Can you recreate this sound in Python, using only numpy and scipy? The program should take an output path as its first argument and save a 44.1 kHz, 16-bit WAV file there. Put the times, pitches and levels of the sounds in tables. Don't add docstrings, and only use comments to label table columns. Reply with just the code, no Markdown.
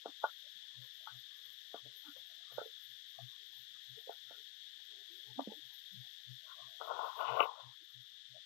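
import sys
import numpy as np
from scipy import signal
from scipy.fft import rfft, irfft
from scipy.io import wavfile
from scipy.ndimage import uniform_filter1d

SR = 44100
rng = np.random.default_rng(int(sys.argv[2]) if len(sys.argv) > 2 else 0)


def gain_from_db(level_db):
    decades = np.asarray(level_db, float) / 20
    return 10 ** decades


def digitize_waveform(pressure):
    field = np.atleast_2d(pressure).T
    bounded = np.clip(field, -1, 1)
    quanta = np.round(bounded * 32767).astype(np.int16)
    wavfile.write(sys.argv[1], SR, quanta)


N = 372644

NEAR_LOW_HZ, NEAR_TOP_HZ = 217, 1540
TREBLE_LOW_HZ, TREBLE_TOP_HZ = 12150, 15700


def rms_one(x):
    return x / np.sqrt(np.mean(x ** 2) + 1e-30)


def coloured(x, points, low_hz, high_hz):
    hz = np.arange(x.shape[-1] // 2 + 1) * SR / x.shape[-1] + 1e-3
    point_hz, point_db = np.array(points, float).T
    gain = gain_from_db(np.interp(np.log(hz), np.log(point_hz), point_db))
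    gain = gain * (hz > low_hz) * (hz < high_hz)
    return rms_one(irfft(rfft(x) * gain, x.shape[-1]))


def drift(rate_hz):
    pole = np.exp(-2 * np.pi * rate_hz * 40 / SR)
    white = rng.standard_normal(N // 40 + 2002)
    slow = signal.lfilter([1], [1, -2 * pole, pole * pole], white)[2000:]
    return np.interp(np.arange(N) / 40, np.arange(len(slow)), rms_one(slow - slow.mean()))


def sides(pan_db):
    left = 2 / (1 + gain_from_db(-pan_db))
    return np.array([left, left * gain_from_db(-pan_db)])


# [dB per Hz, relative]
CHORUS_SPECTRUM = [(740, -68), (1250, -37), (1740, -11.5), (2260, -24), (2600, -22.5), (2950, -12.5),
                   (3350, 0.5), (3900, -2.5), (4050, -12), (4320, -13.5), (4620, -18), (5310, -18.5),
                   (8030, -31.5), (8990, -38), (9760, -36.5), (10050, -42), (10800, -37.5), (11800, -39)]
# pitch_hz [Hz], level_db [dB]
NOTCHES = [(3635, -4.5), (3730, -5), (3824, -10), (3917, -17), (4008, -10)]


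def cicadas():
    clicks = rng.standard_normal(N) * gain_from_db(np.minimum(rng.exponential(1, N), 4))
    hz = np.arange(N // 2 + 1) * SR / N
    notches_db = sum(db * np.exp(-.5 * ((hz - notch_hz) / 15) ** 2) for notch_hz, db in NOTCHES)
    notched = irfft(rfft(clicks) * gain_from_db(notches_db), N)
    chorus = coloured(notched, CHORUS_SPECTRUM, 700, TREBLE_LOW_HZ)
    level_db = -50.4794 + 0.12 * drift(1.0) + .3 * drift(8.0)
    return gain_from_db(level_db) * chorus


# start_s [s], level_db [dB rms]
TREBLE_LEVEL = [(0.0, -80), (0.3, -73.5), (0.77, -78.5), (0.82, -71), (1.11, -78), (1.2, -68.5),
                (1.25, -77.5), (1.5, -72.5), (1.91, -80.5), (1.97, -66), (2.0, -67.5), (2.47, -81),
                (2.54, -68.5), (2.75, -78), (2.85, -65), (2.87, -74), (3.48, -78), (3.55, -70), (3.74, -74),
                (3.79, -82), (3.84, -72), (5.11, -79.5), (5.13, -72.5), (5.39, -79.5), (5.79, -71),
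                (5.81, -77.5), (7.32, -75), (7.44, -60.5), (7.51, -84), (7.86, -76), (8.43, -83.5),
                (8.45, -80.5)]
# [dB per Hz, relative]
TREBLE_SPECTRUM = [(7240, -30.5), (12300, -1.5), (13000, -1.5), (14600, -10.5), (15500, -15.5)]


def treble(t):
    level_db = np.interp(t, *np.transpose(TREBLE_LEVEL))
    level_db = level_db + 2.6 * drift(11.0) + 0.91 * drift(16.0)
    hiss = coloured(rng.standard_normal(N), TREBLE_SPECTRUM, TREBLE_LOW_HZ, TREBLE_TOP_HZ)
    return 2 * gain_from_db(level_db) * hiss


# pitch_hz [Hz], level_db [dB rms]
PATCH_LEVELS = [(150, -116), (300, -112), (600, -110), (1000, -108), (1300, -102)]


def patches():
    out, white = 0, rng.standard_normal((2, N))
    table_hz, table_db = np.array(PATCH_LEVELS).T
    for k, hz in enumerate(np.geomspace(150, 1300, num=12)):
        bandpass = signal.butter(2, [hz / 1.1, hz * 1.1], "band", fs=SR, output="sos")
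        band = rms_one(signal.sosfilt(bandpass, white[k % 2]))
        level_db = np.interp(np.log(hz), np.log(table_hz), table_db)
        wander_db = 12.1 * np.clip(drift(5.8), -1, 2.5)
        out = out + band * gain_from_db(level_db + wander_db)
    return out


# [dB, peak]
THROB_BEATS = [(0.802, -52.5), (1.155, -55.5), (1.487, -78.5), (1.864, -57.5), (2.19, -79), (2.565, -57.5),
               (2.914, -74), (3.234, -46.5), (3.598, -69.5), (3.924, -56.5), (4.282, -75), (5.314, -53.5),
               (5.649, -69.5), (5.995, -50), (6.316, -47), (6.649, -65), (6.944, -72), (7.322, -49),
               (7.67, -51), (7.982, -54.5), (8.332, -59.5)]


def throb(t):
    rise_s, fall_s = 0.021, .027
    swells = gain_from_db(-106 + 8.2 * drift(1.7))
    for peak_s, db in THROB_BEATS:
        spread_s = np.where(t < peak_s, rise_s, fall_s)
        swells = swells + gain_from_db(db) * np.exp(-.5 * ((t - peak_s) / spread_s) ** 2)
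    waver = gain_from_db(2.0 * drift(20.0))
    pitch_hz = 124.8 + 1.4 * drift(5.4)
    return swells * waver * np.sin(2 * np.pi * np.cumsum(pitch_hz) / SR)


# start_s [s, at the strike], left_db [dB, peak], right_db [dB, peak],
# pitch_hz [Hz, centre on the left], spread_octaves [octaves]
TAP_EVENTS = [(0.059, -29, -32.5, 660, 0.9), (0.241, -16.5, -19, 990, 0.47),
              (1.073, -32, -47.5, 1250, 0.36), (1.744, -33, -36, 760, 0.87), (1.862, -50.5, -61, 463, 0.4),
              (2.167, -49.5, -81, 694, 0.41), (2.523, -51.5, -52.5, 760, 0.58),
              (2.583, -38.5, -24.5, 850, 0.47), (2.616, -36, -37.5, 704, 0.28),
              (2.661, -50, -44, 550, 0.14), (3.19, -42, -69, 690, 0.1), (3.981, -49.5, -73, 447, 0.12),
              (4.076, -59, -43, 680, 0.29), (4.095, -32.5, -36.5, 734, 0.21), (4.31, -53.5, -44, 660, 0.59),
              (5.394, -22.5, -35, 788, 0.29), (5.474, -34, -33, 330, 0.55), (5.52, -49, -41, 500, 0.49),
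              (6.813, -25.5, -63, 950, 0.5), (6.911, -26.5, -60, 835, 0.32), (6.992, -28, -70, 840, 0.87),
              (7.207, -31, -66, 960, 0.44), (7.406, -10.5, -55, 940, 0.91), (7.427, -25.5, -62.5, 780, 0.6),
              (7.456, -25, -57.5, 940, 0.36)]
# pitch_hz [Hz], level_db [dB, before random spread], decay_share [of the tap's t60]
BODY_MODES = [(210, 2, 1.6), (290, 1, 0.99), (350, -9.5, 1.6), (447.3, 8, 0.92), (520, 2, 1.1),
              (583, -0.5, 1.3), (690, 1.5, 0.97), (788.5, -2.5, 1.4), (883, 2, 1.2), (1014, -17, 0.7),
              (1170, 1, 0.95), (1317, 2.5, .9), (1450, -3, 2.1), (1445, 5.5, 1.3)]


def taps():
    left_lag = 5
    right_duller = 0.75
    out, t = np.zeros((2, N + 8192)), np.arange(8192) / SR - .03
    before, after = np.minimum(t, 0), np.maximum(t, 0)
    mode_hz, mode_db, share = np.transpose(BODY_MODES)[:, :, None]
    modes = len(BODY_MODES)
    draws = rng.standard_normal((len(TAP_EVENTS), modes + 2 * len(t)))
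    for (strike_s, left_db, right_db, hz, octaves), draw in zip(TAP_EVENTS, draws):
        loudest_db = max(left_db, right_db)
        rise_s = 0.0025 + 0.012 * np.clip((-40.0 - loudest_db) / 18, 0, 1)
        t60_s = .1 - 0.048 * np.clip((loudest_db + 52) / 30, 0, 1)
        swell = np.exp(-(before / rise_s) ** 2)
        cut = np.exp(-(after / .085) ** 4)
        ring_db = mode_db + 6.5 * draw[:modes, None] - 60 * after / (share * t60_s)
        rings = np.sin(2 * np.pi * mode_hz * t) * gain_from_db(ring_db)
        scrape = np.exp(before / .006) * gain_from_db(-60 * after / (2.4 * t60_s))
        noises = draw[modes:].reshape(2, -1)
        for side, (peak_db, centre_hz) in enumerate([(left_db, hz), (right_db, hz * right_duller)]):
            nearness = np.exp(-.5 * (np.log2(mode_hz / centre_hz) / octaves) ** 2)
            struck = swell * np.sum(rings * nearness, axis=0)
            edges_hz = [centre_hz / 2 ** octaves, centre_hz * 2 ** octaves]
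            bandpass = signal.butter(2, edges_hz, "band", fs=SR, output="sos")
            hiss = rms_one(signal.sosfilt(bandpass, noises[side]))
            tap = cut * (struck / np.abs(struck).max() + [.12, .06][side] * hiss * scrape)
            start = round((strike_s + t[0]) * SR) + left_lag * (1 - side)
            out[side, start:start + len(t)] += gain_from_db(peak_db) * tap
    return out[:, :N]


def faint_scuffs(count):
    low_hz, high_hz, spread_s = 170, 1250, 0.0063
    when, pitch, size = rng.random((count, 3)).T
    left_db = -84 + 2.5 * (2 * size - 1)
    pitch_hz = low_hz * (high_hz / low_hz) ** pitch
    return list(zip(when * N / SR, pitch_hz, np.full(count, spread_s), left_db, left_db - 26))


# start_s [s, at the peak], pitch_hz [Hz], spread_s [s], left_db [dB], right_db [dB]
SCUFF_EVENTS = [(0.09, 290, .009, -64.5, -55.5), (0.29, 1440, .011, -55, -76.5),
                (0.459, 581, 0.019, -70.5, -91.5), (0.836, 530, .036, -75, -104),
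                (1.02, 647, 0.024, -73.5, -99), (1.101, 1477, .011, -54, -91), (1.15, 710, 0.02, -76, -96),
                (1.349, 1175, .04, -78.5, -110), (1.49, 1165, .035, -79, -110),
                (1.768, 1177, .019, -63, -92), (1.95, 443, 0.041, -79.5, -110),
                (2.07, 867, 0.022, -77.5, -72), (2.081, 1170, 0.019, -69, -91),
                (2.087, 1425, 0.022, -59.5, -83), (2.091, 288, 0.017, -67, -56.5),
                (2.312, 665, 0.019, -74, -91), (2.41, 690, .039, -78, -110), (2.525, 1180, 0.039, -70, -85),
                (2.604, 1423, 0.017, -47, -79), (2.7, 520, .008, -75, -81.5),
                (3.19, 1170, .027, -70.5, -108), (3.327, 1144, .035, -76, -110),
                (3.42, 400, .02, -78, -103), (4.12, 1450, .013, -60.5, -87.5),
                (4.33, 1410, 0.035, -64.5, -99), (4.38, 452, .028, -79, -73), (4.97, 392, .045, -70.5, -99),
                (4.99, 683, 0.069, -79, -100), (5.148, 350, 0.029, -65, -110), (5.3, 406, .035, -71.5, -83),
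                (5.305, 837, 0.021, -70.5, -78), (5.4, 273, 0.016, -54.5, -39.5),
                (5.52, 825, 0.02, -58.5, -72), (5.575, 310, .016, -63.5, -75),
                (5.95, 181.4, .017, -58.5, -110), (6.051, 763, .018, -75, -104),
                (6.198, 835, .012, -83, -110), (6.475, 640, 0.026, -72, -95),
                (6.509, 1440, 0.021, -57.5, -105), (6.513, 1080, 0.021, -56, -110),
                (6.593, 666, .018, -59.5, -100), (6.63, 1106, 0.035, -59.5, -105),
                (6.715, 670, 0.05, -70.5, -93), (7.59, 626, 0.024, -53.5, -89),
                (7.608, 1004, 0.034, -53.5, -110), (7.825, 326, .013, -67.5, -100),
                (8.363, 645, 0.013, -54.5, -85.5)]


def scuffs():
    out, t = np.zeros((2, N + 8192)), (np.arange(8192) - 4096) / SR
    hz = np.arange(4097) * SR / 8192
    rows = SCUFF_EVENTS + faint_scuffs(count=int(3 * N / SR))
    noises = rng.standard_normal((len(rows), len(t)))
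    for (peak_s, centre_hz, spread_s, *side_db), noise in zip(rows, noises):
        swell = np.exp(-.5 * (t / spread_s) ** 2)
        width_hz = 12 + 0.058 * centre_hz
        band = irfft(rfft(noise) * np.exp(-.5 * ((hz - centre_hz) / width_hz) ** 2))
        band /= np.sqrt(np.sum((band * swell) ** 2) / np.sum(swell ** 2))
        start = round(peak_s * SR)
        out[:, start:start + len(t)] += gain_from_db(np.array(side_db))[:, None] * band * swell
    return out[:, 4096:4096 + N]


# [dB per Hz, relative]
RUSTLE_SPECTRUM = [(150, -75.5), (250, -52.5), (314, -33.5), (475, -7), (516, -14), (916, 5), (1060, 11),
                   (1240, -1.5), (1430, 0), (1520, -5), (1980, -47), (3340, -120)]


def shifting(grains, low_hz, high_hz, clump_db):
    whole = coloured(grains, RUSTLE_SPECTRUM, low_hz, high_hz)
    edges_hz = np.geomspace(low_hz, high_hz, num=4)
    spectrum, hz = rfft(whole), np.arange(N // 2 + 1) * SR / N
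    slices = []
    for low, high in zip(edges_hz, edges_hz[1:]):
        part = irfft(spectrum * (hz >= low) * (hz < high), N)
        slices.append(part * gain_from_db(clump_db * drift(21.0)))
    return rms_one(sum(slices))


# low_db [dB, on the left], high_db [dB], bright_db [dB]
RUSTLE_LEVELS = [(6.799, -64.5, 4.5, 1.5, -20), (6.906, -47, -0.5, -6, -28),
                 (7.077, -46.5, -6.5, -8, -25.5), (7.146, -57, -27.5, -11, -26),
                 (7.176, -52, -4, -18, -15.5), (7.2, -40.5, -1.5, -8.5, -20), (7.26, -41.5, -10, -8, -12.5),
                 (7.348, -44, 2.5, -10, -10.5), (7.385, -41.5, -4, -4, -15), (7.408, -32.5, -8, -9, -15),
                 (7.43, -38, 2, -9, -5.5), (7.492, -45, -12, -25.5, -29), (7.572, -60.5, -19, -7, -20),
                 (7.61, -58, -9.5, -6.5, -14), (7.7, -66, -20, -28, -18), (7.76, -83.5, -19, -14, -5.5)]


def rustle(t):
    grains = gain_from_db(1.2 * np.minimum(rng.exponential(1, (2, N)), 3)) * rng.choice([-1, 1], (2, N))
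    grains *= rng.random((2, N)) < 1200 * gain_from_db(1.5 * drift(30.0)) / SR
    start_s, *columns = np.transpose(RUSTLE_LEVELS)
    level_db, low_db, high_db, bright_db = [np.interp(t, start_s, c) for c in columns]
    middle = shifting(grains, 750, 1250, clump_db=2.0)
    low = shifting(grains, 240, 750, clump_db=2.5) * gain_from_db(low_db + [[0], [8]])
    high = coloured(grains, RUSTLE_SPECTRUM, 1250, NEAR_TOP_HZ) * gain_from_db(high_db + 1.2 * drift(25.0))
    bright = coloured(grains[0], [(1900, -11.0), (2300, -12), (2900, -0.5)], 1900, 3050)
    bright = bright * gain_from_db(bright_db + 1.7 * drift(40.0)) * [[1], [.1]]
    sound = middle + low + high + bright
    sounding = np.clip(np.minimum(t - start_s[0], start_s[-1] - t) / .01, 0, 1)
    return sounding * gain_from_db(level_db) * sides(40)[:, None] * sound


# start_s [s, at the peak], level_db [dB rms at the peak], t60_s [s]
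SNAP_EVENTS = [(7.405, -22.5, 0.026), (7.421, -33.5, 0.041), (7.428, -31, 0.026), (7.442, -38, .05)]


def snaps(t):
    bursts = 0
    for peak_s, db, t60_s in SNAP_EVENTS:
        attack = np.exp(np.minimum(t - peak_s, 0) / 0.001)
        bursts = bursts + attack * gain_from_db(db - 60 * np.maximum(t - peak_s, 0) / t60_s)
    return bursts * coloured(rng.standard_normal(N), [(1900, -9), (2900, 3.0)], 1940, 3050)


def scene():
    t = np.arange(N) / SR
    top_cut = signal.ellip(8, 1, 60, NEAR_TOP_HZ, fs=SR, output="sos")
    low_cut = signal.butter(4, NEAR_LOW_HZ, "high", fs=SR, output="sos")
    out = signal.sosfilt(top_cut, taps() + 1e-18)
    out = signal.sosfilt(low_cut, out)
    out += scuffs() + rustle(t)
    out[0] += cicadas() + treble(t) + patches() + throb(t) + snaps(t)
    return out


def roll_off(x):
    return signal.sosfilt(signal.butter(12, 15670, fs=SR, output="sos"), x)


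def record(dry):
    level_db = 10 * np.log10(uniform_filter1d(dry[0] ** 2, size=882) + 1e-12)
    wanted_cut_db = np.clip(2.0 * (level_db + 24.0), 0, 4.0)
    ramp_db = 1.8 * np.arange(N) / SR
    cut_db = np.maximum.accumulate(wanted_cut_db + ramp_db) - ramp_db
    lag = np.exp(-1 / (0.025 * SR))
    ducked = dry * gain_from_db(-signal.lfilter([1 - lag], [1, -lag], cut_db))
    stepped = np.round(ducked * 2 ** 15) / 2 ** 15
    return roll_off(stepped)


dry = scene()
out = record(dry)
digitize_waveform(out)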